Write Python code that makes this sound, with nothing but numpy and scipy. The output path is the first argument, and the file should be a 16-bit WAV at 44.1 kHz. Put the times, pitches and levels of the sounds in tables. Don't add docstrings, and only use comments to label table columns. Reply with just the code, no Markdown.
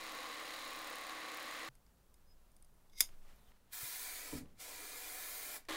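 import sys
import numpy as np
from scipy import signal
from scipy.fft import rfft, irfft
from scipy.io import wavfile
from scipy.ndimage import uniform_filter1d, map_coordinates

SR = 44100
rng = np.random.default_rng(int(sys.argv[2]) if len(sys.argv) > 2 else 0)


def int16_out(signal):
    q = np.round(np.clip(np.atleast_2d(signal).T, -1, 1) * 32767)
    wavfile.write(sys.argv[1], SR, q.astype(np.int16))


N = 254016


def undb(db):
    return 10 ** (np.asarray(db) / 20)


def unit(x):
    return x / np.sqrt(np.mean(x ** 2))


def peak(x, db):
    return x * undb(db) / np.abs(x).max()


def columns(table):
    s, *rest = np.transpose(table)
    return [np.interp(np.arange(N) / SR, s, c) for c in rest]


def during(t0, t1, fade=.002):
    t = np.arange(N) / SR
    return np.clip(np.minimum(t - t0, t1 - t) / fade + 1, 0, 1)


def colour(x, points, peaks=()):
    hz = np.maximum(np.arange(N // 2 + 1) * SR / N, 1)
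    point_hz, point_db = np.array(points).T
    db = np.interp(np.log(hz), np.log(point_hz), point_db)
    for at, width, lift_db in peaks:
        db = db + lift_db / (1 + (2 * (hz - at) / width) ** 2)
    return unit(irfft(rfft(x) * undb(db), N))


def band(x, lo_hz, hi_hz, order=2):
    return signal.sosfilt(signal.butter(order, [lo_hz, min(hi_hz, .45 * SR)], "band", fs=SR, output="sos"), x)


def in_phase(x, hz, kind="low"):
    return signal.sosfiltfilt(signal.butter(2, hz, kind, fs=SR, output="sos"), x)


def walk(rate):
    k = int(SR / rate)
    held = np.repeat(rng.standard_normal(N // k + 1), k)
    return unit(uniform_filter1d(uniform_filter1d(held, k), k)[:N])


def ring(x, modes):
    out = 0
    for k, (hz, db, t60) in enumerate(modes):
        pole = np.exp(2j * np.pi * hz / SR - np.log(1000) / (t60 * SR))
        out = out + (-1) ** k * undb(db) * signal.lfilter([1], [1, -pole], x).imag
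    return out


def burst(s, t60):
    t = np.arange(N) / SR - s
    return rng.standard_normal(N) * (t >= 0) * np.exp(-np.log(1000) * np.maximum(t, 0) / t60)


def impulse(s):
    return 1. * (np.arange(N) == int(s * SR))


# start in seconds, end in seconds, place in the stroke at the start, strokes per second.
RUNS = [(0, 1.688, -.443, 35.935), (5.687, 5.76, .55, 36.31)]
# level in dB, hum over the level in dB.
RUN_LEVELS = [(-47.5, 0), (-42, -5)]
SHAFT_TURNS = 25 / 3
EASES_S, SPEED_UP, BITE_DB_S = .85, .37, 2
# multiple of the stroke rate, level in dB.
STROKE_TONES = [(1, -35), (2, -37), (3, -38), (4, -36), (5, -36.5), (7, -26.5), (8, -29), (9, -19.5),
                (16, -39), (17, -45), (19, -24), (21, -17.5), (23, -22), (28, -22), (29, -15.5), (30, -18),
                (31, -10.5), (34, -23.5), (49, -22.5), (50, -17), (51, -21), (54, -18), (56, -23)]
# multiple of the shaft rate, level in dB.
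SHAFT_TONES = [(1, -24), (2, -29), (4, -16.5), (8, -23)]
# place 0-1, width in strokes, lift in dB below 3 kHz, lift in dB above.
LOAD = [(.12, .04, 1, .5), (.33, .05, 3, 2.5), (.46, .05, 2.5, 1), (.78, .07, 2, 2.5), (.96, .04, 3, 3)]
# frequency in Hz, relative level in dB per Hz.
RATTLE = [(71, -69), (184, -23), (306, -9.5), (375, -19), (520, -9), (920, -10.5), (1100, -5), (1330, -8),
          (2100, -7), (2940, -11.5), (3990, -10), (6110, -20), (11000, -23.5), (13000, -26.5),
          (15600, -29.5)]
# frequency in Hz, width in Hz, lift in dB.
HOUSING = [(307, 19, 3), (498, 113, 7), (1130, 220, 2.5), (1800, 70, -1.5), (2080, 180, 3),
           (3980, 190, 4.5), (6760, 400, 6), (9100, 230, 5.5)]
# frequency in Hz, relative level in dB per Hz.
RATTLE_NEAR = [(150, -28), (230, -23), (310, 7), (400, -13), (520, -2.5), (850, -9.5), (1100, -2.5),
               (1450, -9.5), (1700, -2.5), (2200, -4.5), (2650, -12), (3300, -6.5), (4000, -7.5),
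               (5000, -16), (9000, -18.5), (15600, -26)]
# time in seconds, dB over the level of the knife.
CLICK = [(0, -16), (.14, -11.5), (.3, -16), (.55, -17), (.85, -11), (1.05, -11), (1.15, -21), (1.26, -19),
         (1.35, -11.5), (1.55, -13), (1.69, -18), (5.68, -28)]


def knife():
    t = np.arange(N) / SR
    run = (t > RUNS[0][1] + 1).astype(int)
    start, end, first, rate = np.array(RUNS)[run].T
    level_db, hum_db = np.array(RUN_LEVELS)[run].T
    on = sum(during(*row[:2]) for row in RUNS)
    running = np.clip(t, start, end) - start
    eased = np.maximum(running - EASES_S, 0)
    strokes = first + rate * running + SPEED_UP / 2 * eased ** 2
    place = strokes % 1

    shaft_db = 0.42 * np.cos(2 * np.pi * SHAFT_TURNS * strokes)
    teeth = rng.standard_normal(N) * undb(1.35 * walk(1500) + shaft_db)
    rattle = np.where(run == 0, colour(teeth, RATTLE, HOUSING), colour(teeth, RATTLE_NEAR))
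    rasp = in_phase(rattle, [1500, 2700], "band")
    rattle = rattle + (undb(BITE_DB_S * eased + 0.21 * walk(8)) - 1) * rasp
    low_db, high_db = 0, 0
    for at, width, low_lift_db, high_lift_db in LOAD:
        swell = np.exp(-(((place - at + .5) % 1 - .5) / width) ** 2)
        low_db = low_db + low_lift_db * swell
        high_db = high_db + high_lift_db * swell
    low = in_phase(rattle, 3000)
    high = rattle - low
    rattle = unit(low * undb(low_db + .5 * walk(14.44)) + high * undb(high_db + 0.5 * walk(7.8)))

    hum = 0
    for multiple, db in STROKE_TONES + [(k * SHAFT_TURNS, d) for k, d in SHAFT_TONES]:
        gain = np.sqrt(2) * undb(db + 1.84 * walk(15.64))
        turns = multiple * strokes + rng.random() + 0.079 * walk(24.92)
        hum = hum + gain * np.sin(2 * np.pi * turns)

    per_stroke = rng.standard_normal((int(strokes.max()) + 3, 2))
    late, size = per_stroke[(strokes + 1.5).astype(int)].T
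    since = (place - .5) % 1 - .435 - .006 * late
    click = rng.standard_normal(N) * (since > 0) * np.exp(-(since / .055) ** 2) * undb(1.5 * size)
    click = band(click, 13000, 19000) + .6 * band(click, 8000, 13000)
    click = click / np.std(click[on > 0])

    sound = undb(-0.58) * rattle + undb(hum_db) * hum + undb(columns(CLICK)[0]) * click
    return sound * undb(level_db) * on


MOMENT_STARTS = (0, 1.688, 3.03, 3.52, 5.687)
# room tone in dB, rustle in dB, deep sway in Hz, sway in dB.
MOMENTS = [(-81, -97, 14, -71), (-69, -82, 15.5, -59.5), (-66, -78.5, 14, -57), (-70.5, -78, 11.5, -62),
           (-76, -85, 13, -57)]
# frequency in Hz, relative level in dB per Hz.
ROOM = [(13, -31.5), (22, -5.5), (45, -5), (108, -17), (193, -17), (291, -24.5), (578, -26), (1060, -29.5),
        (1150, -29.5), (2340, -43), (2760, -41.5), (14400, -38), (15600, -39)]
# time in seconds, width in seconds, lift in dB.
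HANDLING = [(3.1, 0.041, 7.5), (3.3, .07, 10), (3.5, .03, 4.5)]
SWAY_WIDTH_HZ = 4.8


def quiet():
    t = np.arange(N) / SR
    moment = np.searchsorted(MOMENT_STARTS, t, "right") - 1
    room_db, rustle_db, sway_hz, sway_db = np.array(MOMENTS)[moment].T
    for s, width, lift_db in HANDLING:
        rustle_db = rustle_db + lift_db * np.exp(-((t - s) / width) ** 2)
    room = colour(rng.standard_normal(N), ROOM) * undb(room_db)
    grains = rng.standard_normal(N) * undb(1.5 * walk(80))
    rustle = unit(band(grains, 250, 2200, order=1)) * undb(rustle_db)
    turn = 2 * np.pi * np.cumsum(sway_hz) / SR
    sway = walk(SWAY_WIDTH_HZ) * np.sin(turn) + walk(SWAY_WIDTH_HZ) * np.cos(turn)
    return room + rustle + undb(uniform_filter1d(sway_db, size=6000)) * sway


# time in seconds, frequency in Hz, peak in dB, t60 in seconds.
THUDS = [(1.688, 130, -53.5, 0.12), (3.831, 120, -48, 0.072)]
# time in seconds, peak in dB.
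TAPS = [(3.09, -55), (3.518, -59), (4.457, -59)]
TAP_HZ, TAP_T60_S = (500, 2800), 0.02
# time in seconds, strength in dB, sharpness in Hz.
BUMPS = [(4.327, -39, 900), (4.336, -38.5, 400), (4.351, -40, 300), (4.374, -42, 200), (4.399, -45.5, 300),
         (4.425, -44.5, 248), (4.455, -50, 150)]
# frequency in Hz, level in dB, t60 in seconds.
FRAME = [(76, -12.5, 0.25), (147, -11, 0.27), (182, -12.5, 0.36), (252, -5, 0.24), (290, 2.5, 0.12),
         (398, -13, .1), (464, -5, 0.11), (577, -11, 0.15), (960, -4, .05), (1270, -18, .08)]


def bumps():
    push, t = np.zeros(N), np.arange(N) / SR
    for s, db, hz in BUMPS:
        since = np.maximum(t - s, 0)
        pulse = since * np.exp(-2 * np.pi * hz * since)
        push += undb(db) * pulse / pulse.sum()
    thuds = sum(ring(impulse(s), [(hz, db, t60)]) for s, hz, db, t60 in THUDS)
    s = BUMPS[0][0]
    rumble = peak(band(burst(s, 0.55), 150, 560), -47.5)
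    rumble += peak(band(burst(s + 0.016, 0.58), 60, 220), -45.5)
    taps = sum(peak(band(burst(at, TAP_T60_S), *TAP_HZ), db) for at, db in TAPS)
    return ring(push, FRAME) + thuds + rumble + taps


# frequency in Hz, level in dB, t60 in seconds.
SHEARS = [(2123, -4.5, 0.15), (3560, -3, 0.09), (3810, -4, 0.097), (4930, -0.5, 0.14), (5650, -2, 0.087),
          (6360, -6, 0.18), (7240, 1, 0.073), (8060, -2, .1), (8200, -3.5, .1), (8600, -4.5, 0.09),
          (9450, -2, .1), (10340, -2, 0.1), (11150, -1, 0.057), (11600, -7, 0.088), (12440, -3, .1),
          (13600, -8, .1), (14200, -10.5, 0.078), (15300, -14, 0.077)]
# time in seconds, peak in dB, brightest Hz, ring of the blades 0-1.
TICKS = [(1.7524, -56, 9370, 1), (1.864, -61.5, 4790, 1), (2.141, -56.5, 9500, 1), (2.517, -62, 9300, 0.48),
         (2.565, -54.5, 9450, 0.5), (2.6246, -50.5, 9200, 0.4), (2.646, -58, 9240, 0.6),
         (2.7414, -70, 9000, .3), (2.8744, -71, 4000, .3), (2.897, -60, 3500, 0.9),
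         (3.3096, -73, 3570, 0.54), (3.3594, -61, 12970, 0.32), (5.6515, -57, 1800, 1)]
# start in seconds, length in seconds, from Hz, to Hz, level in dB, wobble of the pitch 0-1.
SQUEAKS = [(2.265, .08, 5050, 5060, -81, .005), (3.37, .14, 4250, 3050, -84, .055)]
TOUCH_S, TOUCH_WIDTH_S, TOUCH_DB = 2.933, .01, -73
SLIDE_S, SLIDE_DB, SLIDE_RISE_DB = 0.062, -51, 27.5
SNAP_S = 3.0056
# blow peak in dB, blow t60 in seconds, room tail peak in dB, tail t60 in seconds.
SNAP = (-9.5, .025, -29.5, .135)
# frequency in Hz, peak in dB, t60 in seconds.
SNAP_BODY = [(260, -54.5, 0.072), (430, -48, 0.033), (1180, -53.5, .019)]


def shears():
    t = np.arange(N) / SR
    blow_db, blow_t60, tail_db, tail_t60 = SNAP
    damped = [(hz, db, .1 * t60) for hz, db, t60 in SHEARS]
    blow, tail = burst(SNAP_S, blow_t60), burst(SNAP_S + 0.008, tail_t60)
    blow[int(SNAP_S * SR) + 2] += 5
    clash = unit(ring(blow, damped)) + 0.32 * unit(band(blow, 6500, 17000))
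    out = peak(clash + .2 * unit(ring(blow, SHEARS)), blow_db)
    room = unit(ring(tail, damped)) + 1.0 * unit(band(tail, 2800, 14000))
    out += peak(room + 0.19 * unit(band(tail, 360, 2000)), tail_db)
    out += ring(impulse(SNAP_S), SNAP_BODY)

    rub = rng.standard_normal(N) * undb(1.0 * walk(200) + 2.5 * walk(1200))
    early = np.clip((SNAP_S - t) / 0.035, 0, 1)
    sliding = [(hz, db, .2 * t60) for hz, db, t60 in SHEARS[:6]]
    rub = unit(ring(rub, sliding)) + (1.1 - .8 * early) * unit(band(rub, 6500, 14000))
    closing = undb(SLIDE_DB - SLIDE_RISE_DB * ((SNAP_S - t) / SLIDE_S) ** 2) * (t < SNAP_S)
    touch = undb(TOUCH_DB) * np.exp(-((t - TOUCH_S) / TOUCH_WIDTH_S) ** 2)
    out += rub * (closing + touch)

    for s, db, hz, ringing in TICKS:
        tick = burst(s, 0.015)
        contact = unit(band(tick, .97 * hz, 1.03 * hz, order=1))
        out += peak(contact + ringing * unit(ring(tick, damped)), db)

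    for s, length, from_hz, to_hz, db, wobble in SQUEAKS:
        done = np.clip((t - s) / length, 0, 1)
        hz = from_hz + (to_hz - from_hz) * done
        tone = np.sqrt(2) * np.sin(2 * np.pi * np.cumsum(hz * (1 + wobble * walk(400))) / SR)
        out += tone * undb(db + 3.1 * walk(60.13)) * np.minimum(8 * done * (1 - done), 1)
    return out


# fully open in seconds, let go in seconds, opening in dB per second.
SPRAYS = [(3.732, 4.385, 1100), (4.606, 5.566, 750)]
CLOSE_DB_S = 397
# frequency in Hz, relative level in dB per Hz.
JET = [(120, -48), (200, -23), (244, -16), (304, -3.5), (346, -12), (415, -3), (642, -6), (860, -4),
       (1190, -4), (2340, -2.5), (2660, -7.5), (4200, -3.5), (5230, -7), (10400, -1.5), (15600, 0.5)]
# frequency in Hz, width in Hz, lift in dB.
NOZZLE = [(2360, 160, 4), (2750, 470, -3), (4270, 260, -1.5), (15100, 800, 0)]
# time in seconds, level of the jet in dB, dull roar on the foam in dB
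# over it, gain in dB of the roar's part under 700 Hz.
SWEEP = [(3.734, -54, -3.5, -6), (3.85, -51.5, -4.5, -4), (4.09, -51.5, -4.5, -6),
         (4.385, -55.5, -2.5, 0.5), (4.62, -53.5, -5.5, -4), (4.68, -55, -3.5, 6), (4.87, -54.5, -3, 3),
         (5.26, -54, -1.5, -3), (5.56, -53.5, -2.5, 4)]
FIZZ_DB, FIZZ_AIM_DB = 3, 4
NEAR_END_S, SWING_S = 3.75, 1.6
BOUNCE_LAGS = (0.413, 1.3, 2)
BOUNCE_DRIFT = (0.093, 0.248, .2)
BOUNCE_LEVELS = (-13, -16, -18)
# how many, level in dB, shortest lag in ms, longest lag in ms.
CLUTTER = (6, -15, 1, 9)


def spray():
    n = np.arange(N)
    t = n / SR
    jet = colour(rng.standard_normal(N) * undb(1.04 * walk(1500)), JET, NOZZLE)
    count, clutter_db, shortest_ms, longest_ms = CLUTTER
    lags_ms = [ms * np.exp(drift * walk(5)) for ms, drift in zip(BOUNCE_LAGS, BOUNCE_DRIFT)]
    lags_ms += list(rng.uniform(shortest_ms, longest_ms, count))
    lags = [(ms + .06 * walk(8)) * SR / 1000 for ms in lags_ms]
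    echoes = 0
    for lag, db in zip(lags, list(BOUNCE_LEVELS) + [clutter_db] * count):
        echoes = echoes + undb(db + 2 * walk(7)) * map_coordinates(jet, [n - lag], order=1)
    jet = jet + echoes

    low, below_top = in_phase(jet, 2700), in_phase(jet, 9300)
    body, roar, fizz = [unit(p) * undb(0.1 * walk(20)) for p in (below_top - low, low, jet - below_top)]
    valve = 0
    for opened, closed, open_db_s in SPRAYS:
        shut_db = open_db_s * np.maximum(opened - t, 0) + CLOSE_DB_S * np.maximum(t - closed, 0)
        valve = valve + undb(-shut_db)
    level_db, roar_db, deep_db = columns(SWEEP)
    fizz_db = FIZZ_DB + FIZZ_AIM_DB * np.cos(2 * np.pi * (t - NEAR_END_S) / SWING_S)
    roar = roar + (undb(deep_db + 2.2 * walk(9)) - 1) * in_phase(roar, 700)
    roar = undb(roar_db + 0.6 * walk(8)) * valve ** -.15 * roar
    fizz = undb(fizz_db) * valve ** 0.31 * fizz
    return undb(level_db) * valve * (body + roar + fizz)


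def scene():
    return np.tile(knife() + shears() + spray() + bumps() + quiet(), (2, 1))


TOP_HZ = 15720


def record(dry):
    return signal.sosfilt(signal.ellip(10, .2, 70, TOP_HZ, fs=SR, output="sos"), dry)


dry = scene()
out = record(dry)
int16_out(out)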